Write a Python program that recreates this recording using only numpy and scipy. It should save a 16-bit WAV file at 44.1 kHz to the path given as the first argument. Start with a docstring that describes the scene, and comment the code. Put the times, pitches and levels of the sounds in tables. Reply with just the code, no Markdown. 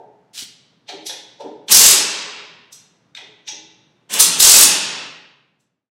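"""Impact driver in a workshop

A cordless impact driver tightens two screws in a sheet-metal shield, in a large, echoing workshop.
Cloth hisses, a boot lands, steel clinks and the panel booms: shaped noise, some of it through resonances.
The motor spins up with gear rattle and whine; then the hammer rattles as blows of noise ring in the steel.
The bursts overload a mono microphone with a limiter, and the sound fades out at the end."""
import sys
import numpy as np
from scipy import signal
from scipy.fft import rfft, irfft
from scipy.io import wavfile
from scipy.ndimage import minimum_filter1d

SR = 44100
rng = np.random.default_rng(int(sys.argv[2]) if len(sys.argv) > 2 else 0)


def transcribe(u):
    """Save the signal u as a 16-bit wav file named by the first command-line argument.

    u: samples, shape (n,) or (channels, n), limited to [-1, 1]; the rate is SR.
    q: integer samples, one column per channel.
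    """
    v = np.clip(np.atleast_2d(u).T, -1, 1)
    q = np.round(v * 32767).astype(np.int16)
    wavfile.write(sys.argv[1], SR, q)


N = 260298
TIME = np.arange(N) / SR   # seconds


def from_db(db):
    """Turn decibels into a gain."""
    return 10 ** (np.asarray(db) / 20)


def rms_one(x):
    """Scale a signal to unit power."""
    return x / np.sqrt(np.mean(x ** 2) + 1e-20)


def at_hz(points, hz):
    """Read a table between its points, along a log-frequency axis."""
    known_hz, values = np.transpose(points)
    return np.interp(np.log(np.maximum(hz, 1)), np.log(known_hz), values)


def noise(colour):
    """Make steady noise of a given colour, with unit power."""
    hz = np.fft.rfftfreq(N, 1 / SR)
    spectrum = rfft(rng.standard_normal(N)) * from_db(at_hz(colour, hz))
    return rms_one(irfft(spectrum, N))


def decay(x, seconds):
    """Turn every click into a falling exponential of the same height."""
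    return signal.lfilter([1], [1, -np.exp(-1 / (seconds * SR))], x + 1e-18)


def resonance(x, hz, width_hz):
    """Ring at one pitch: a two-pole resonance with unit gain on top."""
    r = np.exp(-np.pi * width_hz / SR)
    poles = [1, -2 * r * np.cos(2 * np.pi * hz / SR), r * r]
    return signal.lfilter(np.array([1, 0, -1]) * (1 - r * r) / 2, poles, x + 1e-18)


def contacts(rows, size=16384):
    """Each touch is a gritty push, a band of noise around one pitch, that swells and lets go."""
    force = np.zeros(N + size)
    t = TIME[:size] - size / 2 / SR   # zero at the moment of touch
    hz = np.fft.rfftfreq(size, 1 / SR) + 1
    for start, level_db, centre_hz, octaves, rise_s, release_s in rows:
        band = 1 / (1 + (np.log2(hz / centre_hz) / (2 * octaves)) ** 2) ** 3
        grit = irfft(rfft(rng.standard_normal(size)) * band)
        swell = np.exp(-np.maximum(-t / rise_s, t / release_s))
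        at = max(round(start * SR), 0)
        force[at:at + size] += from_db(level_db) * grit * swell
    return force[size // 2:][:N]


# Runs of hammer blows. Each row: first blow in seconds, length in seconds, blows per second,
# level of the first and of the last blow in dB, screw pitch at the first and at the last blow in Hz.
HAMMER_RUNS = [(1.725, 0.19, 43.4, 10.5, 12, 4800, 7710), (4.139, .01, 40, -9, -6, 6800, 7000),
               (4.207, .035, 53, 12, 6.5, 8600, 7300), (4.404, 0.25, 43.4, 5.5, 10.5, 4808, 8460)]
# Colour of the crack of a blow. Each row: frequency in Hz, level in dB per Hz.
CRACK_COLOUR = [(60, -40.5), (140, -33), (300, -20.5), (600, -23), (950, -10.5), (1900, -10), (2800, -7),
                (4500, 2.5), (6500, 3), (8500, 2.5), (12000, -0.5), (16000, -8)]
# Ringing of anvil, bit and screw. Each row: frequency in Hz, level in dB (only the differences count).
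STEEL_RINGS = [(2735, -25), (3828, -30.5), (4500, -35.5), (4947, -35), (5276, -23.5), (6051, -35.5),
               (6272, -16.5), (6896, -34.5), (7779, -23), (8000, -28), (8290, -32.5), (9022, -26.5),
               (9830, -28.5), (9943, -27), (10207, -40), (10880, -36), (11149, -32.5), (11703, -47)]


def hammer(jitter_s, uneven_db, crack_s, cam_s, cam_db, ring_db, ring_width_hz,
           creak_db, creak_octaves, scatter_octaves):
    """The hammer grinds along its cam and hits the anvil; each blow jerks the screw round with a creak."""
    blows, creaks = np.zeros(N), []
    for start, length_s, per_s, first_db, last_db, first_hz, last_hz in HAMMER_RUNS:
        times = start + np.arange(0, length_s, 1 / per_s)
        count = len(times)
        late, strong, sharp = rng.standard_normal(size=(32, 3))[:count].T
        times = times + jitter_s * late
        levels = np.linspace(first_db, last_db, count) + uneven_db * strong
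        blows[np.round(times * SR).astype(int)] = from_db(levels)
        progress = np.sqrt(np.linspace(0, 1, count))   # the creak's pitch glides fastest at first
        pitches = (first_hz + (last_hz - first_hz) * progress) * 2 ** (scatter_octaves * sharp)
        for at, level, hz in zip(times, levels, pitches):
            creaks.append((at, level + creak_db, hz, creak_octaves, cam_s / 2, crack_s))
    grind = from_db(cam_db) * decay(blows[::-1], cam_s)[::-1]   # run backwards: swells towards each blow
    crack = (decay(blows, crack_s) + grind) * noise(CRACK_COLOUR)
    loudest_db = max(db for hz, db in STEEL_RINGS)
    ring = sum(from_db(db - loudest_db) * resonance(crack, hz, ring_width_hz) for hz, db in STEEL_RINGS)
    return crack + from_db(ring_db) * ring + contacts(creaks)


# Colour of the gear rattle. Each row: frequency in Hz, level in dB per Hz.
GEAR_COLOUR = [(60, -40), (150, -4.5), (400, -4), (700, -3), (1100, -1), (2000, -3.5), (2900, 3),
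               (4700, -6), (6200, 0), (8500, 2.5), (11000, -9.5), (16000, -16)]


def motor(rotor_hz, mesh_hz, whine_db, throb, wobble, panel_db):
    """Gear rattle throbs once a turn; the teeth whine at a pitch that follows the speed."""
    speed, level = trigger()
    unsteady = 1 + wobble * rms_one(decay(rng.standard_normal(N), 0.0024))
    travel = 2 * np.pi * np.cumsum(speed * unsteady) / SR
    rattle = noise(GEAR_COLOUR) * (1 + throb * np.sin(rotor_hz * travel))
    whine = np.sin(mesh_hz * travel) + .5 * np.sin(2 * mesh_hz * travel)
    drive = level * (rattle + from_db(whine_db) * whine)
    return .5 * drive + from_db(panel_db) * shield(drive)   # the panel sounds along


# LOAD_SAG is the share of speed lost under full load; LEVEL_FOLLOWS_SPEED is a power.
SPIN_UP_S, COAST_S, LOAD_LAG_S = .013, .13, .07
LOAD_SAG, LOAD_DB, LEVEL_FOLLOWS_SPEED = .17, -10.5, 2.3
# Trigger pulls, one per screw. 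Each row: start in seconds, time held in seconds,
# free-running level in dB, pitch at which the panel booms there in Hz.
PULLS = [(1.68, .26, -15, 350), (4.088, 0.63, -23, 176)]


def trigger():
    """Motor speed and loudness follow the trigger; hammering slows it and makes the gears louder."""
    hammering = sum(1.0 * (TIME > start) * (TIME < start + length_s)
                    for start, length_s, *_ in HAMMER_RUNS)
    load = decay(hammering, LOAD_LAG_S) / (LOAD_LAG_S * SR)
    speed, level = np.zeros(N), np.zeros(N)
    for pressed, held_s, free_db, _ in PULLS:
        t = np.maximum(TIME - pressed, 0)
        coasting = np.exp(-np.maximum(t - held_s, 0) / COAST_S)
        spin = (1 - np.exp(-t / SPIN_UP_S)) * coasting
        speed += spin * (1 - LOAD_SAG * load)
        level += spin ** LEVEL_FOLLOWS_SPEED * (from_db(free_db) + from_db(LOAD_DB) * load)
    return speed, level


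# Resonances of the driver's housing. Each row: frequency in Hz, width in Hz, level in dB.
HOUSING_MODES = [(230, 90, -6.5), (418, 70, -1.5), (2800, 110, -9.5)]


def housing(x):
    """The driver's body resonates and adds its own hollow colour."""
    return x + sum(from_db(db) * resonance(x, hz, width) for hz, width, db in HOUSING_MODES)


RISE_SHARE = 0.63   # a touch swells in this share of the time that it takes to let go
# Bit and screw touching the shield.
# Each row: time in seconds, level in dB, brightest frequency in Hz, time to let go in seconds.
CLINK_TOUCHES = [(.892, -2.5, 3000, .010), (1.068, 2, 5000, 0.008), (1.098, 0.5, 3300, 0.0052),
                 (1.408, -18.5, 4000, 0.011), (1.685, 4.5, 3560, 0.0033), (2.729, -9.5, 6800, .007),
                 (3.151, -1, 3100, 0.0015), (3.174, -6.5, 2700, 0.0081), (3.481, -1.5, 3450, 0.0085),
                 (5.605, -31, 7210, .01)]


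def clinks(octaves):
    """Steel touches steel with broad, bright bursts of noise."""
    return contacts([(start, db, hz, octaves, RISE_SHARE * release_s, release_s)
                     for start, db, hz, release_s in CLINK_TOUCHES])


# The bit squeaking in the screw head.
# Each row: time in seconds, level in dB, pitch in Hz, time to let go in seconds.
SQUEAK_TOUCHES = [(1.070, 1, 10510, .01), (3.487, 0.5, 5960, 0.012)]


def squeaks(octaves):
    """The bit rubs in the screw head: a band of noise narrow enough to have a pitch."""
    return contacts([(start, db, hz, octaves, RISE_SHARE * release_s, release_s)
                     for start, db, hz, release_s in SQUEAK_TOUCHES])


THUD_LAG_S, THUD_HZ = .045, 331
KNOCK_OCTAVES, THUD_OCTAVES, KNOCK_CYCLES = .45, .7, 5.8   # the deeper the knock, the longer it lasts
SEAT_DB, SEAT_LAG_S = 10.5, 0.011   # boom of the panel after each hammer run, against the last blow
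# Dull knocks on the panel, which flexes back with a deeper thud.
# Each row: time in seconds, knock level in dB, knock pitch in Hz, thud level in dB.
PANEL_KNOCKS = [(.001, 2, 587, -13.5), (0.028, -3.5, 594, -17), (.897, 7.5, 710, 6), (1.099, 4, 745, -8),
                (1.408, 10.5, 641, 12.5), (3.185, -4, 870, -9), (3.49, -3.5, 859.3, -4.5)]


def knocks():
    """Soft pushes on the panel: each knock, the thud after it, and a boom whenever the hammer stops."""
    pushes = []
    for start, knock_db, hz, thud_db in PANEL_KNOCKS:
        pushes.append((start, knock_db, hz, KNOCK_OCTAVES))
        pushes.append((start + THUD_LAG_S, thud_db, THUD_HZ, THUD_OCTAVES))
    for start, length_s, _, _, last_db, _, _ in HAMMER_RUNS:
        boom_hz = [hz for pressed, _, _, hz in PULLS if pressed < start][-1]   # from the latest pull
        pushes.append((start + length_s + SEAT_LAG_S, last_db + SEAT_DB, boom_hz, THUD_OCTAVES))
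    return contacts([(start, db, hz, octaves, RISE_SHARE * KNOCK_CYCLES / hz, KNOCK_CYCLES / hz)
                     for start, db, hz, octaves in pushes])


# Resonances of the sheet-metal shield. Each row: frequency in Hz, width in Hz, level in dB.
SHIELD_MODES = [(172, 21, -8.5), (316, 21, -4), (422, 40, -3.5), (573, 150, -7.5), (759, 44, -10),
                (884, 60, 2.5), (1540, 44, -7.5), (1860, 870, -5), (2710, 750, -7.5), (3310, 220, -4),
                (3570, 88, -1.5), (3890, 770, -4.5), (5463, 1400, -4), (6150, 130, -12), (7500, 490, -11.5),
                (10700, 4200, -17.5)]


def shield(force):
    """The panel rings in all its resonances at once, with notches between them."""
    return sum(from_db(db) * resonance(force, hz, width) for hz, width, db in SHIELD_MODES)


# The sleeve slides as the arm swings up.
SLEEVE_START_S, SLEEVE_DB = 0.33, -27.5
SLEEVE_ATTACK_S, SLEEVE_HOLD_S, SLEEVE_RELEASE_S = .05, .04, 0.036
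# Colour of sliding cloth. Each row: frequency in Hz, level in dB per Hz.
CLOTH_COLOUR = [(200, -24), (1000, -18.5), (1900, -9.5), (3800, 2), (5500, 0), (8000, -4), (11000, -10.5),
                (16000, -21)]


def sleeve(grain_db):
    """Cloth slides on cloth with a fine, uneven hiss."""
    corners = SLEEVE_START_S + np.cumsum([0, SLEEVE_ATTACK_S, SLEEVE_HOLD_S, SLEEVE_RELEASE_S])
    stroke = np.interp(TIME, corners, [0, 1, 1, 0])
    grain = grain_db * rms_one(decay(rng.standard_normal(N), .002))
    return from_db(SLEEVE_DB + grain) * stroke * noise(CLOTH_COLOUR)


# A boot set down as the worker steps in. Each row: time in seconds, level in dB,
# brightest frequency in Hz, width in octaves, rise in seconds, release in seconds.
BOOT_STEPS = [(.425, -14, 192, 0.76, .002, 0.0074)]


def footfall():
    """The boot presses on the floor with a short, dull burst of noise."""
    return contacts(BOOT_STEPS)


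# Colour of the air in the workshop. Each row: frequency in Hz, level in dB per Hz.
AIR_COLOUR = [(25, -42), (55, -15.5), (90, -7), (140, 7.5), (200, 5), (400, -2), (700, -6.5), (1500, -11),
              (3000, -19), (6000, -26.5), (10000, -38), (16000, -49)]


def shop_floor(air_db, hum_db):
    """Faint ventilation, as steady noise, and mains hum, as a pure tone."""
    hum = np.sin(2 * np.pi * 120 * TIME)
    return from_db(air_db) * noise(AIR_COLOUR) + from_db(hum_db) * hum


# Echo of the walls, before the air takes the treble.
# Each row: frequency in Hz, time to fall by 60 dB in seconds.
WALL_ECHO = [(60, 0.28), (150, 1.1), (400, 1.04), (900, 1.108), (2500, 1.186), (6000, 1.015)]


def workshop(build_s, near_db, near_s, air_hz):
    """Diffuse echo of the hall: nearby surfaces answer first; air absorbs with the square of frequency."""
    t = TIME[:2 * SR]
    hz, frames_s, cells = signal.stft(rng.standard_normal(len(t)), SR, nperseg=256)
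    falls_per_s = 1 / at_hz(WALL_ECHO, hz) + (hz / air_hz) ** 2   # falls of 60 dB per second
    fading = np.exp(-np.log(1000) * np.outer(falls_per_s, frames_s))
    tail = signal.istft(cells * fading, SR)[1][:len(t)]
    near = 1 + from_db(near_db) * np.exp(-t / near_s)
    tail = tail * (1 - np.exp(-t / build_s)) * near
    return tail / np.linalg.norm(tail)


def heard(x, hall, direct_db, echo_db):
    """Add the hall's answer to the direct sound."""
    return from_db(direct_db) * x + from_db(echo_db) * signal.fftconvolve(x, hall)[:N]


TOOL_DIRECT_DB, TOOL_ECHO_DB, SWAY_HZ = -2, -2, 1.7


def scene():
    """The worker's body screens the tool, so much of its sound arrives by way of the hall."""
    blows = hammer(jitter_s=.0004, uneven_db=2.0, crack_s=0.0038, cam_s=0.0064, cam_db=-6.5,
                   ring_db=1.5, ring_width_hz=39, creak_db=3.5, creak_octaves=0.29, scatter_octaves=0.22)
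    running = motor(rotor_hz=405, mesh_hz=3052, whine_db=-9.5, throb=0.07, wobble=.025, panel_db=-6)
    tool = housing(blows + running)
    panel = shield(clinks(octaves=0.8) + squeaks(octaves=.2) + knocks())
    worker = sleeve(grain_db=2.0) + footfall()
    panel_hall = workshop(build_s=0.002, near_db=1.0, near_s=0.083, air_hz=8350)
    mono = heard(panel, panel_hall, direct_db=-16, echo_db=-14.0)
    mono = mono + heard(worker, panel_hall, direct_db=-4.5, echo_db=-11.0)
    mono = mono + shop_floor(air_db=-61.5, hum_db=-71.5)
    sway = 2 * np.pi * SWAY_HZ * TIME   # radians
    for share in (np.cos(sway), np.sin(sway)):   # the tool sways in the hand, so the echo paths keep changing
        hall = workshop(build_s=0.0024, near_db=-3.5, near_s=0.056, air_hz=8050)
        mono = mono + from_db(TOOL_ECHO_DB) * signal.fftconvolve(share * tool, hall)[:N]
    mono = mono + from_db(TOOL_DIRECT_DB) * tool
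    return np.array([mono, mono])


def limiter(x, threshold_db, release_db_per_s, window_s, hold_s):
    """The gain drops as soon as the level passes the threshold, waits, then creeps back, lifting the echo."""
    power = decay(np.mean(x ** 2, axis=0), window_s) / (window_s * SR)
    over = np.maximum(10 * np.log10(power + 1e-12) - threshold_db, 0)
    half = int(hold_s * SR / 2)
    over = -minimum_filter1d(-over, 2 * half + 1, origin=half)   # the highest value of the last moments
    slope = release_db_per_s * TIME
    held_db = np.maximum.accumulate(over + slope) - slope
    return x * from_db(-held_db)


def overload(x, top):
    """Peaks are flattened against the top."""
    return x / (1 + (x / top) ** 6) ** (1 / 6)


CUTOFF_HZ, FADE_S, FADE_POWER = 15750, 0.87, 1.02


def record(dry):
    """The microphone: limiter and overload, then the closing fade and a steep top cut."""
    limited = limiter(dry, threshold_db=0.0, release_db_per_s=22.5, window_s=0.0026, hold_s=0.05)
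    loud = overload(limited, top=0.79)
    faded = loud * np.minimum((TIME[-1] - TIME) / FADE_S, 1) ** FADE_POWER
    return signal.sosfilt(signal.ellip(10, .1, 80, CUTOFF_HZ, fs=SR, output="sos"), faded)


dry = scene()
out = record(dry)
transcribe(out)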